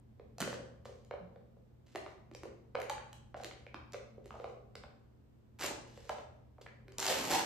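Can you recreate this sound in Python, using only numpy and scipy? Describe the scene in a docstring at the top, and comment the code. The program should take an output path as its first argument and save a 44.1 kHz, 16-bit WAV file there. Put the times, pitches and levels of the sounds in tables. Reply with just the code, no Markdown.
"""A bare, echoing room, where hands and teeth open the foil seal of a plastic tub close to two microphone
ports. A distant machine hums under faint air noise. The lid is put down and rocks, fingers slide, and nails tap
and pick: each impact excites damped modes of the plastic. The seal is torn with the teeth, then peels by stick-
slip, its glue letting go in tiny clicks that sound in the foil, the tub wall and the hollow inside. The walls
return it all as diffuse reverberation."""
import sys
import numpy as np
from scipy import signal
from scipy.fft import rfft, irfft
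from scipy.io import wavfile

SR = 44100
rng = np.random.default_rng(int(sys.argv[2]) if len(sys.argv) > 2 else 0)


def log_audio(samples):
    """Write samples as a 16-bit WAV file to the path given in sys.argv[1]."""
    # one column per channel
    frames = np.atleast_2d(samples).T
    # limit to full scale, then quantise
    limited = np.clip(frames, -1, 1)
    pcm = np.round(limited * 32767).astype(np.int16)
    wavfile.write(sys.argv[1], SR, pcm)


N = 328809
TIME_S, BINS_HZ = np.arange(N) / SR, np.arange(N // 2 + 1) * SR / N
HALF_OCTAVES_HZ = 25 * 2 ** np.arange(0, 9.6, .5)


def from_db(db):
    """Amplitude ratio of a level in decibels."""
    return 10 ** (np.asarray(db) / 20)


def unit_rms(x):
    """Normalisation to unit power."""
    return x / np.sqrt(np.mean(x ** 2) + 1e-20)


def at_hz(points, hz):
    """Interpolation of a table's second column over log frequency."""
    points = np.array(points)
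    return np.interp(np.log(hz), np.log(points[:, 0]), points[:, 1])


def envelope(strokes, column=1):
    """Amplitude envelope: linear in decibels within each stroke, silent outside."""
    return sum(from_db(np.interp(TIME_S, rows[:, 0], rows[:, column], -200, -200))
               for rows in map(np.array, strokes))


def coloured(x, spectrum):
    """Zero-phase filtering by a table of levels over frequency."""
    return irfft(rfft(x) * from_db(at_hz(spectrum, np.maximum(BINS_HZ, 1))), N)


def band(x, low_hz, high_hz):
    """Butterworth band-pass filtering."""
    return signal.sosfilt(signal.butter(2, [low_hz, high_hz], "band", fs=SR, output="sos"), x)


def drift(rate_hz):
    """Random modulation: straight lines between Gaussian values."""
    knots = rng.standard_normal(int(N / SR * rate_hz) + 3)
    return np.interp(TIME_S * rate_hz, np.arange(len(knots)), knots)


def ring(force, hz, t60_s):
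    """Damped harmonic oscillator: a unit impulse starts a decaying unit sine."""
    decay, step = from_db(-60 / (t60_s * SR)), 2 * np.pi * hz / SR
    return signal.lfilter([0, np.sin(step)], [1, -2 * decay * np.cos(step), decay ** 2], force + 1e-18)


# Spectrum of the room's rumble and hiss: frequency_hz, density_db
AIR_SPECTRUM = [(30, -3), (55, -4.5), (80, -2), (100, -6), (160, -11), (260, -10), (420, -15), (900, -25.5),
                (1900, -34), (3300, -37.5), (6300, -43), (14000, -43.5)]


def air(level_db=-65):
    """Ambient noise: long wavelengths reach both ports more nearly alike."""
    mid, side = (coloured(noise, AIR_SPECTRUM) for noise in rng.standard_normal((2, N)))
    side = coloured(side, [(60, -7.5), (300, 0)])
    return from_db(level_db) * unit_rms(mid + side * [[1], [-1]])


# Rough tones of the machine: pitch_hz, bandwidth_hz, relative_db
HUM_TONES = [(76, 16, -6.5), (148.8, 15, -13), (223, 9.7, -9), (52.2, 9.2, -18)]
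# Swell and fall of the whole hum: time_s, level_db
HUM_SWELL = [
    [(0.0, -62), (0.5, -57.5), (1.74, -64), (2.49, -60), (4.88, -60), (5.3, -67.5), (5.81, -59), (6.5, -63),
     (7.46, -57)],
]


def machine(mains_hz=120.4):
    """Narrow-band noise from resonators, around a wavering mains tone, makes a distant hum."""
    hum = from_db(-1 + 1.6 * drift(11)) * np.sin(2 * np.pi * mains_hz * TIME_S)
    for hz, width_hz, level_db in HUM_TONES:
        mid, side = ring(rng.standard_normal((2, N)), hz, t60_s=np.log(1000) / (np.pi * width_hz))
        hum = hum + from_db(level_db) * unit_rms(mid + 0.29 * side * [[1], [-1]])
    return envelope(HUM_SWELL) * hum


# Reverberation of the bare walls: frequency_hz, t60_s, relative_db
ROOM_DECAY = [(147, 1, -6), (400, 0.73, -0.5), (1020, 0.66, -2), (2800, 0.53, 1.5), (7170, 0.48, -0.5),
              (13800, 0.094, 5)]
# Likeness of the echoes at left and right: frequency_hz, coherence
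ROOM_COHERENCE = [(60, 1), (300, 0.54), (700, 0.043), (3000, 0.072), (14000, 0.017)]


def room(x, gain_db=-32.5, gap_s=0.007, patterns=5, pattern_s=0.3):
    """Diffuse reverberation: each half octave of the echoes decays exponentially at its own rate."""
    t, echoes = np.arange(SR) / SR, np.zeros((patterns, 2, SR))
    white = rng.standard_normal((2, 2, SR))
    for k, (low, high) in enumerate(zip(HALF_OCTAVES_HZ[3:], HALF_OCTAVES_HZ[4:])):
        hz = np.sqrt(low * high)
        mid, side = band(white[k % 2], low, high)
        coherence = at_hz(ROOM_COHERENCE, hz)
        noise = np.sqrt(1 + coherence) * mid + np.sqrt(1 - coherence) * side * [[1], [-1]]
        band_db = at_hz(np.array(ROOM_DECAY)[:, ::2], hz)
        decay = from_db(band_db - 60 * t / at_hz(ROOM_DECAY, hz))
        echoes += [np.roll(noise, -p * SR // patterns, axis=1) * decay for p in range(patterns)]
    echoes *= np.clip(t / gap_s - .5, 0, 1)  # the first reflections arrive after a gap
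    reverb = 0
    for p, response in enumerate(echoes):  # the tub moves in the hands, so echo patterns cross-fade
        distance = np.abs((TIME_S / pattern_s - p + 1) % patterns - 1)
        share = np.sqrt(np.clip(1 - distance, 0, 1))
        reverb = reverb + signal.fftconvolve(x[None] * share, response, axes=1)[:, :N]
    return from_db(gain_db) * reverb


# Phase by which the left port leads the right: frequency_hz, lead_rad
PORT_LEAD = [(0, 0.5), (6890, -1.5), (8960, 4.5), (10200, 1.5), (11100, 7.5), (13000, 7), (14200, 9.5),
             (16400, 21)]


def ports(x):
    """Phase and level differences place the direct sound; the right port is a little louder."""
    lead_rad = np.interp(BINS_HZ, *np.transpose(PORT_LEAD))
    left = irfft(rfft(x) * np.exp(1j * lead_rad), N)
    return np.array([from_db(0.37) * left, from_db(1.7) * x])


# Fingers slide, holding steady or fading away: start_s, length_s, first_db, last_db
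FINGER_SLIDES = [(0.394, 0.15, -53, -56), (0.85, 0.22, -64, -95), (1.863, 0.27, -72.5, -73),
                 (2.336, 0.13, -73, -73), (3.365, 0.11, -64.5, -69), (4.24, 0.29, -74, -75),
                 (5.873, 0.34, -68, -68), (6.613, 0.029, -59, -77.5)]


def rustle():
    """Sliding friction: skin dragging on lid, foil and label makes grainy noise."""
    grains = rng.standard_normal(N) * from_db(5 * drift(400))
    strokes = [[(start_s, first_db), (start_s + length_s, last_db)]
               for start_s, length_s, first_db, last_db in FINGER_SLIDES]
    return envelope(strokes) * unit_rms(band(grains, 1100, 7700))


# A dull knock on furniture, then nail flicks on the rim: start_s, pitch_hz, level_db, t60_s
STRUCK_MODES = [(1.21, 181, -52.5, 0.28), (1.1113, 2000, -41.5, 0.0072), (2.817, 2100, -34.5, 0.0083),
                (3.6663, 2330, -40, 0.0099), (2.35, 5750, -44.5, 0.012), (3.934, 6050, -39.5, 0.0056),
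                (4.307, 1250, -39.5, 0.014), (4.442, 1130, -43, 0.013), (4.756, 4890, -41, 0.0097),
                (6.666, 1970, -35.5, 0.0051)]


def single_rings():
    """Free vibration: each impulse sets one mode ringing."""
    return sum(ring(from_db(level_db) * (np.arange(N) == round(start_s * SR)), hz, t60_s)
               for start_s, hz, level_db, t60_s in STRUCK_MODES)


def impulses(onsets, sizes):
    """Impulse train with its onsets given in samples."""
    train = np.zeros(N)
    np.add.at(train, onsets, sizes)
    return train


def coupling(hz, pitch_hz, db_per_octave):
    """Selective excitation: frequencies far from the pitch of the place touched respond less."""
    return from_db(-db_per_octave * np.minimum(np.abs(np.log2(hz / pitch_hz)), 2.4))


def contacts(onsets, sizes, t60_s, scrape_share=0.4, rise_s=0.0007):
    """Rough contact: the energy divides between an impulse and a short, decaying scrape of noise."""
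    clicks = impulses(onsets, sizes)
    up, down = np.exp(-1 / (rise_s * SR)), from_db(-60 / (t60_s * SR))
    energy_norm = np.sqrt((1 - up * down) * (1 - up ** 2) / (1 + up * down))
    swell = signal.lfilter([energy_norm], [1, -up - down, up * down], clicks + 1e-18)
    scrape = np.sqrt(scrape_share) * swell * rng.standard_normal(N)
    return np.sqrt((1 - scrape_share) / (1 - down ** 2)) * clicks + scrape


def cracks(onsets, sizes, pitches_hz, t60_s, db_per_octave, scrape_share=0.4):
    """Broadband transients: each crack is strongest in the half octaves near its own pitch."""
    out = 0
    for hz in HALF_OCTAVES_HZ[11:19]:
        bursts = contacts(onsets, sizes * coupling(hz, pitches_hz, db_per_octave), t60_s, scrape_share)
        out = out + band(bursts, hz / 2 ** .25, hz * 2 ** .25)
    return out


def dents(onsets, sizes, pitches_hz, gain_db=8, t60_cycles=15, rise_s=0.00087):
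    """Elastic recovery: each blow dents the wall, which springs back in a few cycles."""
    t = np.arange(SR // 10) / SR
    out, attack = np.zeros(N + len(t)), 1 - np.exp(-t / rise_s)
    for i, size, hz in zip(onsets, sizes, pitches_hz):
        decay = from_db(gain_db - 60 * t * hz / t60_cycles)
        out[i:i + len(t)] += size * np.sin(2 * np.pi * hz * t) * decay * attack
    return out[:N]


def blows(strikes, modes, wall_gain_db, wall_db_per_octave, pad_hz=1446):
    """Modal superposition: each blow rings low wall modes and high rim modes, with a bright snap."""
    start_s, blow_db, wall_hz, rim_db, snap_db = np.transpose(strikes)
    onsets = np.round(start_s * SR).astype(int)
    # a hard nail rings the rim higher than the finger pad: an octave for 19 dB more snap
    rim_hz = pad_hz * 2 ** (np.maximum(snap_db + 9.5, 0) / 19)
    scatter = from_db(2 * rng.standard_normal((len(strikes), len(modes))))
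    wall, rim = dents(onsets, from_db(blow_db), wall_hz), 0
    for k, (hz, level_db, t60_s) in enumerate(modes):
        sizes = from_db(blow_db + level_db) * scatter[:, k]
        if hz < 1250:
            sizes *= coupling(hz, wall_hz, wall_db_per_octave) * (-1) ** k
            wall = wall + ring(impulses(onsets, sizes), hz, t60_s)
        else:
            sizes *= from_db(rim_db + 2.5) * coupling(hz, rim_hz, db_per_octave=12.94)
            rim = rim + ring(contacts(onsets, sizes, t60_s=0.0045), hz, t60_s)
    wall = band(band(wall, 70, 1900), 40, 2400)  # the finger pad rounds the push
    rim = band(band(rim, 616, 4470), 400, 4800)
    snap_hz = 5800 * 2 ** (0.38 * rng.standard_normal(len(strikes)))
    snap = cracks(onsets, from_db(blow_db + snap_db + 5.5), snap_hz, t60_s=0.005, db_per_octave=5)
    return from_db(wall_gain_db) * wall + rim + band(snap, 2100, 11600)


# Modes of lid and table top: pitch_hz, relative_db, t60_s
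LID_MODES = [(123, -29, 0.018), (172, -9, 0.19), (336, 1, 0.043), (420, -2, 0.036), (533, 2.5, 0.05),
             (786, -8.5, 0.0153), (1243.5, -4, 0.0076), (1550, 6.5, 0.0031), (2100, -26, 0.0022),
             (3020, -7, 0.0061), (4350, 4, 0.0047)]
# Impacts of the lid: start_s, blow_db, wall_pitch_hz, rim_relative_db, snap_relative_db
LID_STRIKES = [(0.383, -32.5, 690, -23, -1), (0.4035, -23.5, 676, -17, 1.5), (0.408, -31, 170, -7, 8.5),
               (0.416, -30, 236, -5.5, 3.5), (0.425, -29.5, 377, -10, -11.5), (0.45, -31, 420, -21, -25),
               (0.476, -27, 546, -20.5, -28), (0.529, -31, 500, -18, -25)]


def lid():
    """Repeated impact: the lid lands and rocks, ringing itself and the table top."""
    return blows(LID_STRIKES, LID_MODES, wall_gain_db=-12.5, wall_db_per_octave=22)


# Modes of the tub's plastic wall and rim: pitch_hz, relative_db, t60_s
TUB_MODES = [(266, -23, 0.032), (390, 1.5, 0.019), (500, 5.5, 0.028), (594, 3, 0.045), (644, -2, 0.043),
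             (770, 4.5, 0.03), (855, 6.5, 0.018), (1080, 14, 0.0033), (1270, 0.5, 0.0017),
             (1700, -30, 0.0012), (2260, -8.5, 0.0043), (2750, -15.5, 0.0031), (3075, -14.5, 0.0088),
             (3980, 3.5, 0.0026), (4720, -2, 0.0062), (5280, 0.5, 0.0087)]
# Taps and picks: start_s, blow_db, wall_pitch_hz, rim_relative_db, snap_relative_db
NAIL_STRIKES = [(0.197, -41.5, 450, -13, -46), (0.855, -39, 523, -6.5, -6.5), (0.893, -39.5, 482, -32, -19),
                (1.048, -62.5, 506, -6, 9), (1.1105, -28, 577, -16, -34), (1.138, -30.5, 550, -21.5, -31),
                (1.36, -42.5, 530, -18, -45), (1.568, -52.5, 530, -37, -25), (1.869, -63, 540, -7, 8),
                (1.95, -27.5, 373, -16, -21), (1.958, -30.5, 635, -3, -6), (2.063, -34.5, 732, -8.5, -23),
                (2.314, -41, 318, -10, -16), (2.349, -43, 466, -4.5, 3), (2.434, -33.5, 342, -9, -9),
                (2.455, -35.5, 456, -24, -17), (2.749, -30, 460, -15, -33), (2.753, -25.5, 517, -6, -21),
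                (2.785, -26, 607, -29, -24), (2.801, -37, 610, -8, -1), (2.817, -35, 410, -10, 0),
                (2.897, -28, 860, -9.5, -0.5), (2.9005, -25, 810, -10, -8), (2.981, -56, 830, 14, -11),
                (3.13, -50, 890, -2, 10.5), (3.344, -31.5, 673, -11.5, -28), (3.369, -35, 588, -24, -30),
                (3.4, -31.5, 710, -22, -35), (3.435, -40.5, 507, -3.5, 6.5),
                (3.4455, -37.5, 353, -2.5, 7.5), (3.512, -52, 480, 7.5, -1), (3.666, -43.5, 515, -11, -31),
                (3.744, -39, 301, 2.5, -12), (3.922, -60, 610, -3, 17), (3.934, -47.5, 500, -2, 9.5),
                (3.937, -39.5, 500, -10, -0.5), (3.944, -31, 518, -8, -23), (4.18, -38.5, 426, -35, -42),
                (4.258, -39.5, 390, -13.5, -7.5), (4.307, -41, 720, -8, -13), (4.341, -33, 610, -28, -34),
                (4.353, -35, 1090, -21, -31), (4.362, -41, 594, -35, -38), (4.399, -34.5, 510, -13, -35),
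                (4.443, -26.5, 580, -16.5, -32), (4.499, -37.5, 448, -27, -35),
                (4.754, -41, 458, -2.5, 0.5), (4.837, -38.5, 783, -7.5, -19), (5.975, -45, 500, -7, -6),
                (6.052, -47, 510, -27, -4), (6.0935, -27.5, 850, -7.5, -7), (6.0965, -21, 733, -21, -26),
                (6.184, -37.5, 556, -8, -22), (6.583, -41, 723, -26, -32), (6.612, -45, 440, -18, -31),
                (6.663, -41.5, 576, -6, -29), (6.882, -46.5, 370, -5, -4), (6.921, -50, 390, -8.5, 5.5)]


def nail_taps():
    """Impact excitation: nails ring the tub's wall and rim and snap the foil."""
    return blows(NAIL_STRIKES, TUB_MODES, wall_gain_db=-11.5, wall_db_per_octave=13.5)


# Swells of the air in the tub: peak_s, level_db, pitch_hz, glide_octaves_per_s, fade_db_per_s
CAVITY_SWELLS = [(7.098, -36.5, 590, -6, 255), (7.2, -48.5, 236, -4.5, 84), (7.35, -36.5, 805, 1.5, 260)]


def cavity(slips, width_hz=230):
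    """Cavity resonance: the hollow answers through the gap, swelling and fading as its pitch glides."""
    out, pole = np.zeros(N), np.exp(-np.pi * width_hz / SR)
    for peak_s, level_db, hz, glide, fade in CAVITY_SWELLS:
        start = int((peak_s - .5) * SR)
        t = TIME_S[start:] - peak_s
        pitch_hz = hz * 2 ** (glide * np.clip(t, -.2, .2))
        carrier = np.exp(2j * np.pi * np.cumsum(pitch_hz) / SR)
        # a moving band-pass: shift down by the pitch, smooth, shift back
        baseband = signal.lfilter([1], [1, -2 * pole, pole ** 2], slips[start:] / carrier)
        out[start:] += from_db(level_db - fade * np.abs(t)) * unit_rms(np.real(carrier * baseband))
    return out


# Radiation of the foil: frequency_hz, density_db
FOIL_SPECTRUM = [(500, -26.5), (900, -6), (1400, -7.5), (2200, -10), (3700, -12.5), (7500, -12.5),
                 (13000, -16), (16500, -40)]
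# Loud single snaps of the seal: start_s, strength_db, pitch_hz
SEAL_SNAPS = [(5.594, -30, 3100), (5.611, -28, 2200), (5.622, -19.5, 2500), (5.632, -21, 3000),
              (5.663, -18, 6000), (6.9833, -14.5, 6650), (6.994, -28, 5500), (7.001, -16.5, 6600),
              (7.027, -17.5, 4200), (7.032, -23, 6500), (7.045, -18, 5500), (7.065, -11, 5000),
              (7.082, -12, 2800), (7.095, -19, 3500), (7.107, -29, 7000), (7.117, -25, 3800),
              (7.125, -18, 3600), (7.141, -24, 2200), (7.252, -25, 5000), (7.311, -18, 4500),
              (7.336, -15, 5300), (7.351, -19, 4000), (7.374, -24, 5000), (7.394, -19, 3100),
              (7.414, -26, 2500)]
# Two pulls, the tear and then the peel: time_s, foil_db, wall_db
SEAL_PULLS = [
    [(5.588, -59, -78), (5.605, -45, -55), (5.635, -40, -46), (5.67, -42.5, -50.5), (5.72, -62, -43)],
    [(6.984, -43, -43.5), (7.022, -43, -51), (7.045, -34, -50), (7.1, -33.5, -41), (7.135, -38.5, -47),
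     (7.19, -41.5, -59), (7.235, -44, -54), (7.27, -38.5, -40.5), (7.303, -40.5, -44.5), (7.318, -32, -40),
     (7.35, -36.5, -36.5), (7.4, -36.5, -54), (7.43, -49, -49), (7.456, -48, -47)],
]


def seal(median_slips_per_s=1500):
    """Stick-slip: glue lets go in clumps of tiny clicks that drive the foil, the wall and the cavity."""
    sizes = from_db(4.7 * np.minimum(rng.exponential(1, N), 3)) * rng.choice([-1, 1], N)
    slipping = rng.random(N) < median_slips_per_s * from_db(6 * drift(90)) / SR
    slips = unit_rms(sizes * slipping)
    start_s, strength_db, pitch_hz = np.transpose(SEAL_SNAPS)
    onsets = np.round(start_s * SR).astype(int)
    snaps = cracks(onsets, from_db(strength_db), pitch_hz, t60_s=0.004, db_per_octave=7, scrape_share=.45)
    foil_rms = np.sqrt(np.mean(from_db(at_hz(FOIL_SPECTRUM, np.linspace(20, SR / 2, 500))) ** 2))
    foil = coloured(envelope(SEAL_PULLS) * slips + snaps, FOIL_SPECTRUM) / foil_rms
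    wall = unit_rms(sum(from_db(db) * ring(slips, hz, t60_s) for hz, db, t60_s in TUB_MODES[:8]))
    return foil + envelope(SEAL_PULLS, column=2) * wall + cavity(slips)


def scene():
    """Superposition of the close sources' direct sound, their reverberation and the background."""
    taps, landing = nail_taps(), lid()
    tub = band(taps + seal(), 217, 14000)  # a small tub radiates no bass
    near = tub + landing + rustle() + single_rings()
    return ports(near) + room(near) + air() + machine()


# Sensitivity of the microphone: frequency_hz, gain_db
MICROPHONE_RESPONSE = [(25, -27.5), (45, 2.5), (7500, -3.5), (8800, -5.5), (9900, -14.5), (11500, -6),
                       (13500, -4.5), (14800, -4), (16000, -20)]


def record(dry):
    """Frequency response: the microphone colours the sound, then a steep low-pass cuts the top."""
    heard = np.array([coloured(channel, MICROPHONE_RESPONSE) for channel in dry])
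    return signal.sosfilt(signal.cheby2(12, 70, 16800, fs=SR, output="sos"), heard)


dry = scene()
out = record(dry)
log_audio(out)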